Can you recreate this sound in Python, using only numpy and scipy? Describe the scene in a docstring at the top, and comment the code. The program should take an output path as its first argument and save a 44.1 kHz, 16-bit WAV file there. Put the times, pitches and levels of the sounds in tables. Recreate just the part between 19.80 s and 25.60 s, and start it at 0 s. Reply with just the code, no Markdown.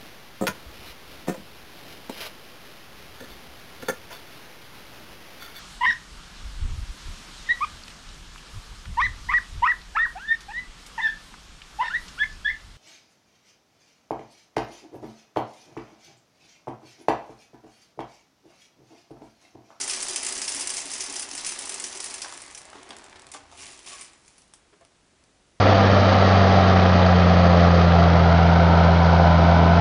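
"""Fired clay pellets pour from a plastic bag into a glass vase in a small room.
Random collisions make them patter on the heap and clack on the glass, whose wall and air ring as modes.
The stream thins to separate clicks; the bag crinkles, rustles and bumps as shaped noise and damped tones.
A hand then digs twice into the pellets: they rattle and grind, and soft thumps follow.
"""
import sys
import numpy as np
from scipy import signal
from scipy.fft import rfft, irfft, next_fast_len
from scipy.io import wavfile

SR = 44100
rng = np.random.default_rng(int(sys.argv[2]) if len(sys.argv) > 2 else 0)


def dump_mix(stems):
    """Bounce the given channels to the path in sys.argv[1] as a 16-bit WAV at rate SR."""
    frames = np.atleast_2d(stems).T  # one column per channel
    limited = np.clip(frames, -1, 1)  # hard clip at full scale
    pcm = np.round(limited * 32767).astype(np.int16)
    wavfile.write(sys.argv[1], SR, pcm)


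N = 255773
TOP_HZ = 10900  # no room air and no pellet pitch above this


def amp(db):
    """Decibels to gain."""
    return 10 ** (np.asarray(db) / 20)


def unit(x):
    """Scale to rms 1."""
    return x / np.sqrt(np.mean(x ** 2) + 1e-20)


def along(points, hz):
    """Read (Hz, value) points on a log frequency axis."""
    f, v = np.transpose(points)
    return np.interp(np.log(hz + 1), np.log(f), v)


def filtered(x, response):
    """Multiply the spectrum of x by a response of frequency."""
    m = next_fast_len(N + SR // 2)
    hz = np.fft.rfftfreq(m, 1 / SR)
    return irfft(rfft(x, m) * response(hz), m)[:N]


def coloured(x, spectrum, size=4096):
    """Causal minimum-phase filter of energy 1 with the given spectrum."""
    hz = np.fft.rfftfreq(size, 1 / SR)
    cepstrum = irfft(np.log(amp(along(spectrum, hz))))
    # folding the cepstrum forward in time makes the kernel causal
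    cepstrum[1:size // 2] *= 2
    cepstrum[size // 2 + 1:] = 0
    kernel = irfft(np.exp(rfft(cepstrum)))
    return signal.fftconvolve(x, kernel / np.linalg.norm(kernel))[:len(x)]


def add(track, s, sound):
    """Mix a sound into a track at time s."""
    start = max(0, round(s * SR))
    part = track[start:start + len(sound)]
    part += sound[:len(part)]


def contacts(rate, spread_db, size):
    """Random impulses of uneven strength, at a mean rate per second, rms 1."""
    hit = rng.random(size) < rate / SR
    sign = rng.choice([-1, 1], size)
    strength = amp(spread_db * np.clip(rng.standard_normal(size), -2, 2))
    return unit(hit * sign * strength)


def chatter(rate, spread_db, t60):
    """Pellet collisions, each a short decaying rasp of rough clay, rms 1."""
    t = np.arange(SR // 20) / SR
    hits = contacts(rate, spread_db, N)
    power = signal.fftconvolve(hits ** 2, amp(-60 * t / t60) ** 2)[:N]
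    return unit(np.sqrt(np.abs(power)) * rng.standard_normal(N))


def stroke(s, rise, hold, release):
    """Gain of one movement: it swells, holds and fades, linearly in dB."""
    range_db = 23  # below full level at the start of the rise and the end of the release
    t = np.arange(N) / SR - s
    short = np.maximum(1 - t / rise, 0) + np.maximum((t - rise - hold) / release, 0)
    return amp(-range_db * short)


def pellets(rate, scatter=0.3, cycles=11, size=96):
    """Single clicks: every pellet rings for a few cycles at the pitch of its own size, rms 1."""
    typical_hz = 6800
    count = int(rate * N / SR)
    start = rng.integers(0, N, count)
    pitch, strength = np.clip(rng.standard_normal((count, 2)), -2, 2).T[:, :, None]
    hz = typical_hz * np.exp(scatter * pitch)
    turns = hz * np.arange(size) / SR
    # a click falls 60 dB in the given number of cycles
    clicks = (hz < TOP_HZ) * amp(4 * strength - 60 * turns / cycles) * np.sin(2 * np.pi * turns)
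    places = start[:, None] + np.arange(size)
    return unit(np.bincount(places.ravel(), clicks.ravel(), N)[:N])


# resonances of the air in the vase: (frequency [Hz], width [Hz], relative level [dB])
AIR_MODES = [(228, 22, -9), (281, 22, 1), (328, 36, -3), (383, 38, 3)]


def vase_air():
    """Small landings drum on the hollow of the vase, a bank of resonances, rms 1."""
    def cavity(f):
        response = 0
        for k, (centre, width, db) in enumerate(AIR_MODES):
            mode = 1j * f * width / (centre * centre - f * f + 1j * f * width)
            response = response + (-1) ** k * amp(db) * mode
        return response

    return unit(filtered(contacts(400, 2.2, N), cavity))


def fullness(s):
    """As the bag is raised the full stream (1) thins to separate clicks (0)."""
    return np.interp(s, [1.8, 2.8], [1, 0])


# the stream from the bag: (time [s], flow strength [dB])
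FLOW = [(0.0, -36.5), (0.28, -38.7), (0.8, -37.7), (1.05, -42.5), (1.38, -41), (1.47, -47.5), (1.6, -41),
        (2.3, -43.7), (2.55, -49.5), (2.85, -59.5), (3.1, -79)]
# spectrum of pellets clicking: (frequency [Hz], relative level per Hz [dB])
CLAY_SPECTRUM = [(100, -44), (300, -46), (1200, -14), (2100, -4.3), (3100, -3.7), (3900, -5.8), (4900, -.5),
                 (6200, 1), (6650, -3), (7100, 1), (7600, -1.5), (9600, 1.5), (11000, -5.5)]
# spectrum of landings on the heap: (frequency [Hz], relative level per Hz [dB])
HEAP_SPECTRUM = [(100, -28), (170, -15), (240, -5), (500, -2.5), (680, 3.5), (1100, 2.5), (1500, -3),
                 (2000, 0.5), (3200, -6), (6000, -6.5), (11000, -15)]


def stream():
    """Falling pellets click on each other, patter on the heap and stir the air in the vase."""
    full_db = -37  # full flow
    patter_db, hollow_db = -44.2, -51.7  # levels at full flow
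    patter_follows, hollow_follows = .42, .7  # dB lost for each dB of flow
    t = np.arange(N) / SR
    flow_db = np.interp(t, *np.transpose(FLOW), right=-200)
    drop_db = flow_db - full_db
    full = fullness(t)
    dense = chatter(rate=600, spread_db=3.5, t60=.007)
    sparse = chatter(rate=160, spread_db=3, t60=.007)
    rasp = coloured(np.sqrt(full) * dense + np.sqrt(1 - full) * sparse, CLAY_SPECTRUM)
    clicks = .6 * pellets(rate=450)
    clatter = amp(flow_db - 1) * (rasp + clicks)
    landings = chatter(rate=800, spread_db=3, t60=.008)
    patter = amp(patter_db + patter_follows * drop_db) * coloured(landings, HEAP_SPECTRUM)
    hollow = amp(hollow_db + hollow_follows * drop_db) * vase_air()
    return clatter, patter + hollow


# clumps striking the glass: (time [s], level [dB], time for their bounces to fall 20 dB [s])
CLACKS = [(.001, -20, .04), (.011, -14, .05), (.036, -21, .04), (.077, -17.5, .07), (.096, -14, .06),
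          (.108, -17, .04), (.134, -16.5, .07), (.162, -21, .05), (.203, -21, .02), (.221, -19, .03),
          (.227, -16, .035), (.283, -17, .025), (.296, -20, .03), (.308, -20, .03), (.3316, -20, .02),
          (0.3592, -10, .02), (.377, -21, .03), (.429, -17, .03), (.447, -16.5, .025), (0.4644, -13, .04),
          (.487, -17.5, .03), (.523, -17, .03), (.5516, -18, .03), (.577, -18, .04), (.616, -13.5, .03),
          (.641, -18.5, .04), (0.6775, -13, .04), (.69, -17, .04), (.719, -18, .04), (.746, -17, .035),
          (.764, -20, .035), (.795, -17.5, .04), (0.8083, -16, .06), (0.8718, -12, .014), (.892, -17, .04),
          (.9016, -15, .04), (.937, -18, .08), (.967, -15.5, .04), (.979, -17, .04), (1.002, -23, .03),
          (1.016, -24, .015), (1.055, -23, .015), (1.102, -24, .05), (1.115, -19, .05), (1.135, -17, .05),
          (1.161, -23, .03), (1.18, -23, .04), (1.198, -22, .03), (1.2055, -14.5, .06), (1.238, -22, .03),
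          (1.262, -23, .03), (1.297, -20, .025), (1.324, -24, .025), (1.338, -23, .02), (1.357, -22, .02),
          (1.3618, -15.7, .04), (1.394, -17, .05), (1.421, -22, .03), (1.4257, -20, .03), (1.488, -26, .02),
          (1.5115, -21, .012), (1.532, -25, .02), (1.55, -20, .05), (1.577, -17.5, .04), (1.646, -18, .05),
          (1.663, -15, .07), (1.69, -19, .06), (1.718, -21, .04), (1.788, -18, .03), (1.807, -24, .02),
          (1.821, -22, .025), (1.855, -22, .015), (1.875, -25, .02), (1.893, -16.5, .035),
          (1.92, -20.5, .025), (1.941, -18.5, .025), (1.979, -27, .012), (1.9984, -17.5, .02),
          (2.0205, -23.5, .02), (2.0395, -16, .035), (2.065, -25, .04), (2.126, -24, .015),
          (2.156, -24, .02), (2.172, -24, .015), (2.2019, -17.5, .025), (2.226, -26, .025),
          (2.241, -18.5, .035), (2.26, -21, .025), (2.298, -25, .03), (2.307, -24, .03),
          (2.34, -18.5, .035), (2.38, -26, .02), (2.4172, -15.5, .042), (2.536, -29, .035),
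          (2.6178, -27, .025), (2.748, -24, .018), (2.775, -25, .03), (3.5155, -27.5, .035),
          (3.5374, -29, .055), (3.813, -34, .02), (4.062, -33, .04), (4.088, -33, .02), (4.193, -35, .015),
          (4.2095, -27, .07), (4.4785, -42, .02), (4.5798, -42, .05), (4.618, -47, .025),
          (4.7375, -38.5, .04)]
# spectrum of the duller body of a clack: (frequency [Hz], relative level per Hz [dB])
BODY_SPECTRUM = [(300, -19), (1000, -8), (2000, 11), (3200, 9), (5000, 8), (9000, -13)]


def clacks(crack_t60=0.03, rise=0.0012, spill_db=-8.5, body_db=-25):
    """Clumps of pellets hit the wall: a hard noisy crack, then a spill of smaller bounces."""
    edge, body, t = np.zeros(N), np.zeros(N), np.arange(SR // 5) / SR
    for s, db, spill in CLACKS:
        # row 0 feeds the edge, row 1 the body
        crack = amp(-60 * t / crack_t60) * rng.standard_normal((2, len(t)))
        hits = np.array([contacts(3200, 3.3, len(t)) for _ in crack])
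        bounces = amp(spill_db - 20 * t / spill) * hits
        blow = amp(db) * (1 - np.exp(-t / rise)) * (crack + bounces)
        # each blow stresses a band of its own
        band = signal.iirpeak(rng.uniform(4500, 10000), 5, SR)
        own = signal.lfilter(*band, blow[0])
        add(edge, s, amp(-7.5) * (blow[0] + own))
        add(body, s, amp(body_db) * blow[1])
    return coloured(edge, CLAY_SPECTRUM) + coloured(body, BODY_SPECTRUM)


def glass(blows, modes):
    """The wall rings in decaying modes; blows land all round it and so push them either way."""
    t = np.arange(SR // 2) / SR
    ring = sum(amp(db - 60 * t / t60) * np.sin(2 * np.pi * hz * t) for hz, db, t60 in modes)
    pushes = blows * rng.choice([-1, 1], N)
    return signal.fftconvolve(pushes, ring / np.linalg.norm(ring))[:N]


# modes of the free wall: (frequency [Hz], relative level [dB], t60 [s])
FREE_WALL = [(1997, -13, .12), (2729, -10, .15), (3203, -9, .16), (4091, -13, .15), (4653, -7, .15),
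             (4963, -2.5, .13), (5113, -2, .13), (5524, -5, .15), (5922, -1, .12), (6131, -1, .13),
             (6353, -3, .15), (6983, -3, .1), (7374, -7, .15), (7939, -7, .15), (8398, -9, .15),
             (8753, -6, .12), (9368, -6, .1), (10138, -7, .15)]
# modes of the wall damped by pellets packed against it: (frequency [Hz], relative level [dB], t60 [s])
FILLED_WALL = [(1130, -13, .05), (2060, -7, .08), (2440, -8, .06), (2630, -7, .06), (3150, -6, .06),
               (5125, 0, .07), (5310, -1, .05), (5890, -2, .06), (6100, 0, .07), (7060, 2, .08),
               (7260, -1, .06), (7900, -4, .06), (9400, -2, .05)]
# the packed pellets take over the ring of the wall: (from [s], to [s])
FILL_SPAN = (1.2, 2.3)


def vase(blows, grind):
    """The wall rings brightly at first and more dully once it is full; grinding pellets rub it too."""
    free_db, filled_db, grind_db = -10.3, -13, -9  # ring over the sounds that drive it
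    packed = np.interp(np.arange(N) / SR, FILL_SPAN, [0, 1])
    free = amp(free_db) * np.sqrt(1 - packed) * blows
    damped = amp(filled_db) * np.sqrt(packed) * blows + amp(grind_db) * grind
    return glass(free, FREE_WALL) + glass(damped, FILLED_WALL)


# decay of the room: (frequency [Hz], t60 [s])
ROOM_DECAY = [(200, 0.25), (1500, 0.56), (5000, 0.26), (11000, 0.16)]


def room(x, wet_db=-7, gap=.003, count=12):
    """A short diffuse noise tail, decaying per band; it crossfades to other echoes every 30 ms."""
    hz, t, z = signal.stft(rng.standard_normal((count, SR // 3)), SR, nperseg=256)
    decay = amp(-60 * t / along(ROOM_DECAY, hz)[:, None])
    tails = signal.istft(z * decay, SR, nperseg=256)[1]
    tails = tails / np.linalg.norm(tails, axis=1, keepdims=True)
    tails = np.pad(tails, ((0, 0), (round(gap * SR), 0)))
    # the tails take turns, so that sounds from different spots meet different echoes
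    spot = np.arange(N) / SR / .03
    distance = np.abs((spot - np.arange(count)[:, None] + 1) % count - 1)
    shares = np.cos(np.pi / 2 * np.minimum(distance, 1))
    wet = signal.fftconvolve(x * shares, tails, axes=1)[:, :N].sum(axis=0)
    return x + amp(wet_db) * wet


# spectrum of the room air and hiss: (frequency [Hz], relative level [dB])
AIR_SPECTRUM = [(12, -40), (20, -9), (53, 0.5), (107, -11), (159, -3.5), (206, -4), (241, -5.5),
                (275, -3.5), (397, -6.5), (744, -10), (1070, -12.5), (1190, -12.5), (7090, -18),
                (10500, -22), (13600, -57.5), (22000, -120)]
# spectrum of the low rumble: (frequency [Hz], relative level [dB])
RUMBLE_SPECTRUM = [(12, -37), (20, 7), (32, -6), (81, 8.5), (107, -0.5), (135, 7), (162, -12), (200, -10),
                   (260, -38.5), (440, -120)]


def background(rumble_db=-69, rest_db=-74.5):
    """Steady room air and hiss as shaped noise, over a low rumble that eases from 3.9 to 4.4 s."""
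    air = unit(filtered(rng.standard_normal(N), lambda f: amp(along(AIR_SPECTRUM, f)) * (f < TOP_HZ)))
    rumble = unit(filtered(rng.standard_normal(N), lambda f: amp(along(RUMBLE_SPECTRUM, f))))
    level_db = np.interp(np.arange(N) / SR, [3.9, 4.4], [rumble_db, rest_db])
    return amp(-63.0) * air + amp(level_db) * rumble


# clumps landing on the heap: (time [s], peak level [dB])
BOOMS = [(.572, -40), (.75, -42), (1.053, -41), (1.287, -40), (1.52, -43), (2.025, -42), (2.955, -43),
         (3.1, -44), (3.548, -45)]


def booms(rise=.004):
    """A heavy landing rings the air in the vase: each resonance decays by its own width."""
    out, t = np.zeros(N), np.arange(SR // 6) / SR
    for s, db in BOOMS:
        ring = np.zeros(len(t))
        for hz, width, level in AIR_MODES:
            decay = np.exp(-np.pi * width * t)
            ring += amp(level + rng.normal(0, 2)) * decay * np.sin(2 * np.pi * hz * t)
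        ring = ring * (1 - np.exp(-t / rise))
        add(out, s, amp(db) * ring / np.abs(ring).max())
    return out


# knocks of the bag and the hands:
# (time [s], level [dB], centre [Hz], crack over level [dB], softness [time stretch])
KNOCKS = [(2.446, -25, 1300, -10, 1), (2.459, -26.5, 850, -15, 1.1), (2.524, -33, 1060, -12, 1.2),
          (2.93, -29.5, 1050, -15, 1), (2.954, -33, 310, -16, 2.4), (2.956, -31, 1200, -19, .9),
          (3.096, -38, 330, -16, 2.4), (3.106, -31.5, 900, -4, 1.2), (3.1062, -28, 3100, -11, .6),
          (3.13, -40, 1000, -5, 2.5), (3.25, -41, 620, -12, 1.6), (3.328, -35, 2060, -11, .8),
          (3.358, -41, 1500, -4, 2.4), (3.539, -33, 2600, -7, 1), (3.546, -26, 940, -13, 1.6),
          (3.562, -38, 900, -4, 3), (3.724, -35, 800, -13, 2)]
# the dull ring that they share: (ratio to the centre, relative level [dB])
KNOCK_MODES = [(.68, -7), (.86, -2), (1.17, -1), (1.55, -6)]
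# spectrum of their crack: (frequency [Hz], relative level per Hz [dB])
CRACK_SPECTRUM = [(100, -43), (300, 1.5), (1000, 1.5), (2000, -2.5), (3600, -1), (5500, -5), (10000, -12)]


def knocks(t60=0.03, rise=0.0006, ring_db=-8, crack_t60=0.028):
    """Bumps: a few well damped modes struck at once, under a rough crack of noise."""
    out, cracks, t = np.zeros(N), np.zeros(N), np.arange(SR // 6) / SR
    for s, db, hz, crack_db, slow in KNOCKS:
        tone = np.zeros(len(t))
        for ratio, level in KNOCK_MODES:
            push = amp(level) * rng.choice([-1, 1])
            mode_hz = hz * ratio * rng.normal(1, .03)
            tone += push * np.sin(2 * np.pi * mode_hz * t)
        # a softer contact swells and dies more slowly
        age = t / slow
        add(out, s, amp(db + ring_db - 60 * age / t60) * (1 - np.exp(-age / rise)) * tone)
        add(cracks, s, amp(db + crack_db - 60 * age / crack_t60) * rng.standard_normal(len(t)))
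    return out + coloured(cracks, CRACK_SPECTRUM)


# creases of the bag and single pellets ticking: (time [s], level [dB])
TICKS = [(2.4830, -31), (2.5249, -32), (2.5766, -29), (2.6055, -34), (2.6634, -35), (2.6809, -35),
         (2.7118, -33), (2.8166, -33), (2.8535, -37), (2.9009, -38), (3.031, -35), (3.0914, -37),
         (3.1668, -33.5), (3.1857, -37), (3.2421, -38), (3.2631, -39), (3.2965, -40), (3.3957, -36.5),
         (3.4197, -39), (3.4679, -35.5), (3.489, -42), (3.7151, -42), (3.7759, -38), (3.9321, -39),
         (3.9912, -35.5), (4.3337, -44), (4.4609, -47), (4.4795, -44), (4.5045, -50), (4.5815, -45),
         (4.6197, -48), (4.6794, -51), (4.7372, -36), (5.011, -52), (5.05, -47), (5.439, -47)]
# spectrum of the plastic film: (frequency [Hz], relative level per Hz [dB])
FILM_SPECTRUM = [(100, -38), (300, -3), (1500, -4), (4000, -4), (8000, -0.5), (11000, -2.5)]


def ticks(t60=0.011):
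    """The plastic film and stray pellets make short dry ticks of decaying noise."""
    out, t = np.zeros(N), np.arange(SR // 30) / SR
    for s, db in TICKS:
        add(out, s, amp(db - 60 * t / t60) * rng.standard_normal(len(t)))
    return coloured(out, FILM_SPECTRUM)


# the bag lifted away: (start [s], rise [s], hold [s], release [s], level [dB])
LIFT = (2.74, .2, .2, 1.7, -52.5)
# spectrum of pellets sliding inside the bag: (frequency [Hz], relative level per Hz [dB])
SLIDE_SPECTRUM = [(100, -26), (220, -6), (500, -4), (680, 3), (1100, 2.5), (1500, -3), (2100, -2),
                  (3200, -6), (6000, -10), (11000, -19)]


def lifting(hollow_db=-7.5, film_db=-20):
    """Pellets slide back down the raised bag, a dull rustle over the mouth of the vase; the film swishes."""
    *shape, db = LIFT
    slides, creases = [chatter(rate=800, spread_db=3, t60=.008) for _ in range(2)]
    rustle = coloured(slides, SLIDE_SPECTRUM)
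    swish = amp(film_db) * coloured(creases, FILM_SPECTRUM)
    hollow = amp(hollow_db) * vase_air()
    return amp(db) * stroke(*shape) * (rustle + swish + hollow)


# low hum of the bag being moved: (start [s], rise [s], hold [s], release [s], level [dB])
DRAG = (3.3, .2, .25, .6, -67.5)


def thud(s=3.349, hz=80, db=-46, t60=0.15, rise=.008):
    """The heavy bag bumps down with one low, soft thud; noise hums on that note while it is moved."""
    out, t = np.zeros(N), np.arange(SR // 2) / SR
    swell = 1 - np.exp(-t / rise)
    add(out, s, amp(db - 60 * t / t60) * swell * np.sin(2 * np.pi * hz * t))
    *shape, hum_db = DRAG
    hum = unit(signal.lfilter(*signal.iirpeak(hz, 14, SR), rng.standard_normal(N)))
    return out + amp(hum_db) * stroke(*shape) * hum


# the hand in the heap, two digs and a faint last stroke:
# (start [s], rise [s], hold [s], release [s], rattle level [dB], grinding level [dB])
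SCOOPS = [(3.69, .12, .045, .3, -45.5, -44.5), (4.033, .033, .08, .25, -46.3, -45.7),
          (4.38, .08, .03, .6, -65, -70)]
# spectrum of pellets grinding: (frequency [Hz], relative level per Hz [dB])
GRIND_SPECTRUM = [(120, -14), (450, -15), (650, -2), (900, -6), (1130, -1), (1400, -8), (2500, -1),
                  (4000, -5), (10000, -15.5)]


def digging(scrape_db=-8):
    """Fingers push into the heap: pellets grind, rattle and catch on each other."""
    bright = sum(amp(db) * stroke(*shape) for *shape, db, _ in SCOOPS)
    dull = sum(amp(db) * stroke(*shape) for *shape, _, db in SCOOPS)
    clicks, rubs = [chatter(rate=800, spread_db=2.5, t60=.007) for _ in range(2)]
    # single pellets catch under the fingers
    rattle = coloured(clicks, CLAY_SPECTRUM) + amp(scrape_db) * pellets(rate=400)
    grind = amp(-3) * coloured(rubs, GRIND_SPECTRUM) + amp(-14.5) * vase_air()
    return bright * rattle, dull * grind


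# pellets dragged along the wall: (start [s], rise [s], hold [s], release [s])
RUB = (4.09, .03, .03, .12)


def rubbing(db=-56):
    """Pellets dragged along the wall wake its lowest filled mode, which hums briefly."""
    hum = unit(glass(contacts(900, 2, N), FILLED_WALL[:1]))
    return amp(db) * stroke(*RUB) * hum


# hands gathering pellets: (time [s], level [dB], pitch [Hz], hold [s])
THUMPS = [(4.923, -54.5, 410, .018), (5.006, -54, 675, .018)]
# modes of a thump: (ratio to the pitch, relative level [dB])
THUMP_MODES = [(.79, -7), (1, 0), (1.57, -10)]
# spectrum of the skin's rustle: (frequency [Hz], relative level per Hz [dB])
SKIN_SPECTRUM = [(150, -12), (400, -2), (1000, 0), (2000, -2), (3000, -11), (10000, -28)]


def thumps(rise=.0035, fall=.06, rustle_db=-6):
    """Soft handling of the pellets: a brief hollow thump of three modes under a rustle of skin."""
    out, rustle, t = np.zeros(N), np.zeros(N), np.arange(SR // 8) / SR
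    for s, db, hz, hold in THUMPS:
        gain = amp(db - 60 * np.maximum(t - hold, 0) / fall) * (1 - np.exp(-t / rise))
        tone = np.zeros(len(t))
        for ratio, level in THUMP_MODES:
            tone += amp(level) * np.sin(2 * np.pi * (hz * ratio * t + rng.random()))
        add(out, s, gain * tone)
        add(rustle, s, gain * rng.standard_normal(len(t)))
    return out + amp(rustle_db) * coloured(rustle, SKIN_SPECTRUM)


def scene():
    """Pellets, vase and bag in the room; the bumps close by are drier."""
    clatter, patter = stream()
    rattle, grind = digging()
    hard = clatter + rattle + clacks()
    soft = patter + booms() + grind + rubbing() + lifting()
    bumps = room(knocks() + thumps(), wet_db=-8.5, count=4)
    wet = room(hard + vase(hard, grind) + soft + ticks())
    return (wet + bumps + thud() + background())[None]


def record(dry):
    """A very steep low-pass ends the treble at its band limit."""
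    corner_hz = TOP_HZ - 350
    return filtered(dry[0], lambda f: 1 / np.sqrt(1 + (f / corner_hz) ** 130))[None]


dry = scene()
out = record(dry)
dump_mix(out)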